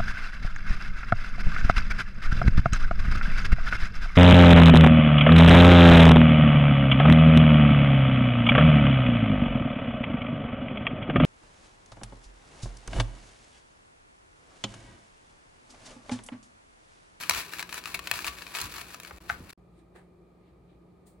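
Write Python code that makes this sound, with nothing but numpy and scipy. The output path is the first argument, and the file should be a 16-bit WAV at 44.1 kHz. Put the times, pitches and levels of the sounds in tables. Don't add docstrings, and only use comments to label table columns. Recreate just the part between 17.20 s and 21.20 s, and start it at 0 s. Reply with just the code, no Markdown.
import sys
import numpy as np
from scipy import signal
from scipy.fft import rfft, irfft
from scipy.io import wavfile
from scipy.ndimage import uniform_filter1d

SR = 44100
rng = np.random.default_rng(int(sys.argv[2]) if len(sys.argv) > 2 else 0)


def to_wav(sig):
    pcm = np.clip(np.atleast_2d(sig), -1, 1) * 32767
    pcm = np.round(pcm).astype(np.int16)
    wavfile.write(sys.argv[1], SR, pcm.T)


N = 176400
T = np.arange(N) / SR

# pitch in Hz, width in Hz, gain in dB, pan (L-R) in dB.
WOOD_MODES = [(435, 220, -15, -2), (1230, 240, -5, 4), (1650, 580, 0, 8), (2480, 250, 1, 7.5),
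              (3870, 770, -4.5, -4.5)]
# start in seconds, end in seconds, gain in dB.
DIPS = [(1.986, 2.004, -22), (2.311, 2.327, -22), (2.333, 2.376, -45)]


def from_db(db):
    return np.exp(np.asarray(db) * (np.log(10) / 20))


def unit_rms(x):
    return x / np.sqrt(np.mean(x ** 2) + 1e-20)


def pan(db):
    return from_db([[db / 2], [-db / 2]])


def curve(rows):
    return np.interp(T, *np.transpose(rows))


def at_hz(rows, hz):
    row_hz, value = np.transpose(rows)
    return np.interp(np.log(hz + 1e-3), np.log(row_hz), value)


def drift(rate_hz):
    r = np.exp(-80 * np.pi * rate_hz / SR)
    slow = signal.lfilter([1], [1, -2 * r, r * r], rng.standard_normal(N // 40 + 2002))[2000:]
    return np.interp(np.arange(N) / 40, np.arange(len(slow)), unit_rms(slow))


def butterworth(x, order, hz, kind):
    return signal.sosfilt(signal.butter(order, hz, kind, fs=SR, output="sos"), x)


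def resonate(x, hz, width_hz):
    r = np.exp(-np.pi * width_hz / SR)
    feedback = [1, -2 * r * np.cos(2 * np.pi * hz / SR), r * r]
    return signal.lfilter(np.array([1, 0, -1]) * (1 - r * r) / 2, feedback, x + 1e-18 * T[:x.shape[-1]])


def noise(colour):
    # frequency in Hz, left-right correlation.
    likeness = [(60, .95), (150, .91), (300, .8), (600, .45), (2000, .25)]
    hz = np.arange(N // 2 + 1) * SR / N
    mid, side = rfft(rng.standard_normal((2, N)))
    alike = at_hz(likeness, hz)
    spectrum = np.sqrt(1 + alike) * mid + np.sqrt(1 - alike) * side * [[1], [-1]]
    return unit_rms(irfft(from_db(at_hz(colour, hz)) * spectrum, N))


def ring(force, modes):
    return sum(from_db(db) * resonate(force, hz, np.log(1000) / np.pi / t60_s) for hz, db, t60_s in modes)


def band_bank(clicks, bands, pitch_ratio, spread_db=2.7, redraw_hz=45):
    hold, n = SR // redraw_hz, clicks.shape[-1]
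    strengths = from_db(spread_db * rng.uniform(-1, 1, (len(bands), n // hold + 1)))
    out = 0
    for strength, (hz, width_hz, db, pan_db) in zip(strengths, bands):
        drive = clicks * np.repeat(strength, hold)[:n]
        out = out + from_db(db) * pan(pan_db) * resonate(drive, hz * pitch_ratio, width_hz)
    return out


def reflections(x, t60_s):
    t = T[:int(t60_s * SR) + 2]
    tail = rng.standard_normal((2, len(t))) * from_db(-60 * t / t60_s) * (1 - np.exp(-t * 40 / t60_s))
    tail /= np.sqrt(np.sum(tail ** 2, axis=1, keepdims=True))
    return signal.oaconvolve(x, tail, axes=1)[:, :x.shape[1]]


def worktop(x):
    return x + reflections(x, t60_s=.025)


def kitchen(x, wall_hz=5920, tail_db=-10.5):
    return x + from_db(tail_db) * reflections(butterworth(x, 1, wall_hz, "low"), t60_s=.23)


def room_tone(air_db=-59, hum_gain_db=3, waver_db=1.2):
    # frequency in Hz, level in dB.
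    hum_partials = [(59, -71.5), (176.5, -65.5)]
    # frequency in Hz, relative level in dB.
    air_colour = [(20, -34), (35, -17), (55, 0.09), (90, -7), (140, -4), (250, -11), (380, -8), (480, -12),
                  (800, -18), (1050, -24), (1220, -21), (1450, -32), (2300, -32), (2900, -39), (4400, -39),
                  (5600, -47), (9000, -45), (16000, -56)]
    # centre in Hz, width in Hz, rms in dB.
    air_bands = [(342, 75, -65), (1230, 70, -76.5), (2390, 90, -86)]
    out = 0
    for hz, db in hum_partials:
        rms = from_db(db + hum_gain_db + waver_db * drift(2.7))
        out = out + np.sqrt(2) * rms * np.sin(2 * np.pi * hz * T + .5 * drift(1.8))
    air = noise(air_colour)
    for hz, width_hz, db in air_bands:
        band = resonate(resonate(air, hz, width_hz), hz, 2 * width_hz)
        out = out + from_db(db) * unit_rms(band)
    return out + from_db(air_db) * noise(air_colour)


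def rolling(rub_db=-58):
    # time in seconds, level in dB.
    rumble_levels = [(0.0, -81), (0.18, -50.5), (0.27, -76), (0.88, -57.5), (1.05, -53), (1.34, -82),
                     (1.45, -46), (1.52, -56), (2.0, -79), (2.08, -52), (2.3, -53.5)]
    # frequency in Hz, relative level in dB.
    rumble_colour = [(20, -24), (55, 0), (90, -2.5), (150, -13), (300, -13), (600, -29), (1500, -47),
                     (16000, -92.5)]
    rub_colour = [(20, -24), (120, -5), (300, 0.5), (600, -3.5), (1200, -6), (3000, -22), (16000, -60)]
    return from_db(curve(rumble_levels)) * noise(rumble_colour) + from_db(rub_db) * noise(rub_colour)


def crumbs(grains_per_s=2000, spread_db=3.3, clump_db=2, attack_s=.005, release_s=.011):
    # time in seconds, level in dB.
    grinding = [(0, -46), (.25, -49.5), (.47, -57), (.82, -57.5), (1.0, -50), (1.28, -51.5), (1.5, -48),
                (1.78, -59), (2.0, -60), (2.31, -58)]
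    # start in seconds, length in seconds, level in dB.
    crunches = [(0.0, 0.033, -40.5), (0.101, 0.064, -38), (0.163, 0.048, -38), (0.312, 0.1, -46),
                (0.381, 0.028, -47), (0.493, 0.023, -46), (0.522, 0.059, -42), (0.644, 0.091, -47.5),
                (0.737, 0.018, -41.5), (0.835, 0.12, -48.5), (0.934, 0.1, -41), (1.045, 0.034, -35),
                (1.177, 0.053, -50.5), (1.338, 0.088, -39), (1.428, 0.032, -43.5), (1.539, 0.076, -46),
                (1.679, 0.066, -49.5), (1.828, 0.072, -55), (2.077, 0.059, -52), (2.288, 0.044, -52)]
    power = from_db(curve(grinding)) ** 2
    for start_s, length_s, db in crunches:
        rise = np.clip((T - start_s) / attack_s, 0, 1)
        fall = np.exp(-np.clip((T - start_s - length_s) / release_s, 0, 20))
        power += (from_db(db) * rise * fall) ** 2
    sizes = from_db(spread_db * np.minimum(rng.exponential(1, N), 4)) * rng.choice([-1, 1], N)
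    breaks = rng.random(N) < grains_per_s / SR
    clumps = from_db(clump_db * np.clip(drift(70), -2, 2))
    return unit_rms(breaks * sizes * clumps) * np.sqrt(power)


def crack_at(force, place, treble_db, spread_oct=.12, spread_db=3, lag_samples=5):
    # centre in Hz, width in Hz, gain in dB, pan (L-R) in dB.
    treble_bands = [(6160, 2400, -12.5, -9), (7130, 470, -17.5, 0), (11400, 3000, -12.5, -2.5),
                    (15530, 2600, -12.5, 1)]
    octaves = spread_oct * place
    wood = butterworth(band_bank(force, WOOD_MODES, 2 ** octaves), 2, 180, "high")
    left, right = band_bank(from_db(treble_db) * force, treble_bands, 2 ** (.22 * octaves))
    late_left = np.pad(left, (lag_samples, 0))[:len(right)]
    return pan(spread_db * place) * (wood + [late_left, right])


def snaps(gain_db=6.5, treble_gain_db=17, scatter_db=-5, shell_db=3.5):
    # time in seconds, level in dB, shell pitch in Hz, relative treble in dB.
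    husks = [(0.0355, -20.5, 2480, -18.5), (0.0951, -3.5, 2480, -12), (0.1092, -11, 1680, -23.5),
             (0.1473, -17, 2400, -14), (0.3354, -20, 1800, -25), (0.394, -18, 2200, -15.5),
             (0.4266, -17.5, 1680, -28), (0.4923, -26, 2400, -20), (0.5261, -22.5, 1680, -22),
             (0.5425, -26, 1250, -4), (0.6385, -28.5, 4270, -22), (0.6569, -18.5, 2320, -32),
             (0.6742, -24.5, 1270, -15), (0.7434, -20.5, 2270, -12), (0.7464, -17, 2660, -14.5),
             (0.7919, -21.5, 1250, -20), (0.8723, -16, 2500, -26), (0.9133, -8.5, 2480, -15),
             (0.9383, -20.5, 1770, -28), (0.99, -21, 1770, -27), (1.0447, -17, 2500, -31),
             (1.0802, -17, 2580, -36), (1.1862, -27.5, 2540, -35), (1.2205, -25.5, 1670, -38),
             (1.2668, -28, 2290, -31), (1.3501, -21.5, 2470, -28), (1.37, -23, 2590, -21),
             (1.4014, -23.5, 1240, -15), (1.4144, -19.5, 4160, -7.5), (1.4405, -25.5, 1260, -8.5),
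             (1.5402, -27.5, 1650, -11), (1.564, -28, 1230, -33), (1.7442, -24, 2550, -18),
             (1.8001, -29, 1720, -10.5), (1.8333, -35, 2330, -6.5), (1.8485, -28.5, 2270, -26),
             (2.0946, -25, 1470, -48)]
    splinters, splinter_db, splinter_s = 6, -5.5, .0007
    give_way_s, size = .0005, 4096
    wood_pan = [(hz, pan_db) for hz, _, _, pan_db in WOOD_MODES]
    out, board_force = np.zeros((2, N)), np.zeros(N)
    for time_s, db, hz, treble_db in husks:
        force = np.zeros(size)
        force[0] = 1
        delays = (SR * splinter_s * rng.gamma(2, 1, splinters)).astype(int)
        np.add.at(force, delays, from_db(splinter_db) * rng.uniform(-1, 1, splinters))
        force *= from_db(db + gain_db)
        crack = force + from_db(scatter_db) * reflections(force[None], t60_s=.023)
        shell = from_db(shell_db) * pan(at_hz(wood_pan, hz)) * resonate(crack, hz, width_hz=260)
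        at = int(SR * (time_s + give_way_s))
        out[:, at:at + size] += shell + crack_at(crack, rng.uniform(-.5, .5), treble_db + treble_gain_db)
        board_force[at:at + size] += force
    return out, board_force


def peppercorns(length_s=2.4, gain_db=6, board_pan_db=6, places=5):
    # pitch in Hz, gain in dB, T60 in seconds.
    board_modes = [(697, -2.5, .1), (1007, 5, .15), (1154, 3.5, .16), (1260, 5, 0.11), (1506, -1.5, 0.18),
                   (1705, -2.5, 0.061), (1820, -8, 0.32), (2234, 3, 0.037), (2470, -3.5, 0.16),
                   (3660, -6.5, 0.14), (3960, -7, .12)]
    n = int(length_s * SR)
    cracks, snap_force = snaps()
    grains = crumbs()[:n]
    out = cracks[:, :n] + pan(board_pan_db) * ring(snap_force[:n] + grains, board_modes)
    grain_place = rng.integers(0, places, n)
    for k, place in enumerate(np.linspace(-1, 1, places)):
        out += worktop(crack_at(grains * (grain_place == k), place, treble_db=2))
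    return from_db(gain_db) * np.pad(out, ((0, 0), (0, N - n)))


def thuds(attack_s=.01):
    # start in seconds, level in dB, first and last pitch in Hz, fall and decay in seconds.
    bumps = [(.1, -40, 150, 61, 0.019, 0.039), (.915, -42, 119, 70, 0.028, .035),
             (1.075, -39.5, 101, 55, 0.017, 0.037), (1.437, -37, 135, 50, 0.016, 0.038),
             (1.928, -38, 86, 50.3, 0.016, 0.031), (2.199, -33.5, 633, 77.5, 0.0073, 0.021)]
    out = 0
    for start_s, db, first_hz, last_hz, fall_s, decay_s in bumps:
        t = np.clip(T - start_s, 0, 1)
        hz = last_hz + (first_hz - last_hz) * np.exp(-t / fall_s)
        envelope = (1 - np.exp(-t / attack_s)) * np.exp(-t / decay_s)
        out = out + from_db(db) * envelope * np.sin(2 * np.pi * np.cumsum(hz * (t > 0)) / SR)
    return out


def knocks(click_feed_db=26, tock_feed_db=-10, pan_db=3.5):
    # start in seconds, level in dB, pitch in Hz, width in Hz.
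    hits = [(1.9093, -33, 1250, 700), (1.9125, -38.5, 470, 300), (2.099, -15.5, 1460, 363)]
    # pitch in Hz, gain in dB, T60 in seconds.
    pin_modes = [(708, 5, 0.069), (817, 2, 0.074), (1177, -1, 0.11), (1530, -17, 0.063), (1680, -17, 0.13),
                 (2120, -17, 0.14)]
    out = 0
    for start_s, db, hz, width_hz in hits:
        click = signal.unit_impulse(N, int(start_s * SR))
        tock = resonate(resonate(click, hz, width_hz), hz, 2 * width_hz)
        tock /= np.abs(tock).max()
        drive = from_db(tock_feed_db) * tock + from_db(click_feed_db) * click
        out = out + from_db(db) * (tock + ring(drive, pin_modes))
    return pan(pan_db) * out


def rustles():
    # peak time in seconds, level in dB, attack and decay in seconds, low and high edge in Hz.
    swells = [(2.595, -59.5, 0.045, 0.027, 2600, 11880), (2.76, -50.5, 0.007, 0.039, 260, 13200),
              (3.29, -63, .1, 0.04, 2200, 5000), (3.5, -58.5, 0.018, 0.044, 2540, 4240),
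              (3.87, -45.5, 0.005, 0.037, 5440, 16090)]
    # frequency in Hz, relative level in dB.
    colour = [(20, -49), (200, -5), (370, 18), (550, 9), (800, 11.5), (1200, 2), (1800, 8), (2900, -6.5),
              (4000, -6), (5800, -19), (9000, -8), (12000, -25), (15500, -16)]
    out, hiss = 0, noise(colour)
    for peak_s, db, attack_s, decay_s, low_hz, high_hz in swells:
        fade = np.maximum((peak_s - T) / attack_s, (T - peak_s) / decay_s)
        envelope = np.exp(-np.minimum(fade, 20))
        out = out + from_db(db) * envelope * butterworth(hiss, 2, [low_hz, high_hz], "band")
    return out


def scene():
    crushing = kitchen(peppercorns() + worktop(knocks())) + thuds() + rolling()
    stop_s = DIPS[-1][0]
    return crushing * (T < stop_s) + rustles() + room_tone()


def record(dry, peak_limit=.8, cutoff_hz=17000):
    gain_db = sum(db * ((T > start_s) & (T < end_s)) for start_s, end_s, db in DIPS)
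    gain = uniform_filter1d(from_db(gain_db), size=88)
    rounded = peak_limit * np.tanh(dry * gain / peak_limit)
    return signal.sosfilt(signal.cheby2(14, 70, cutoff_hz, fs=SR, output="sos"), rounded)


dry = scene()
out = record(dry)
to_wav(out)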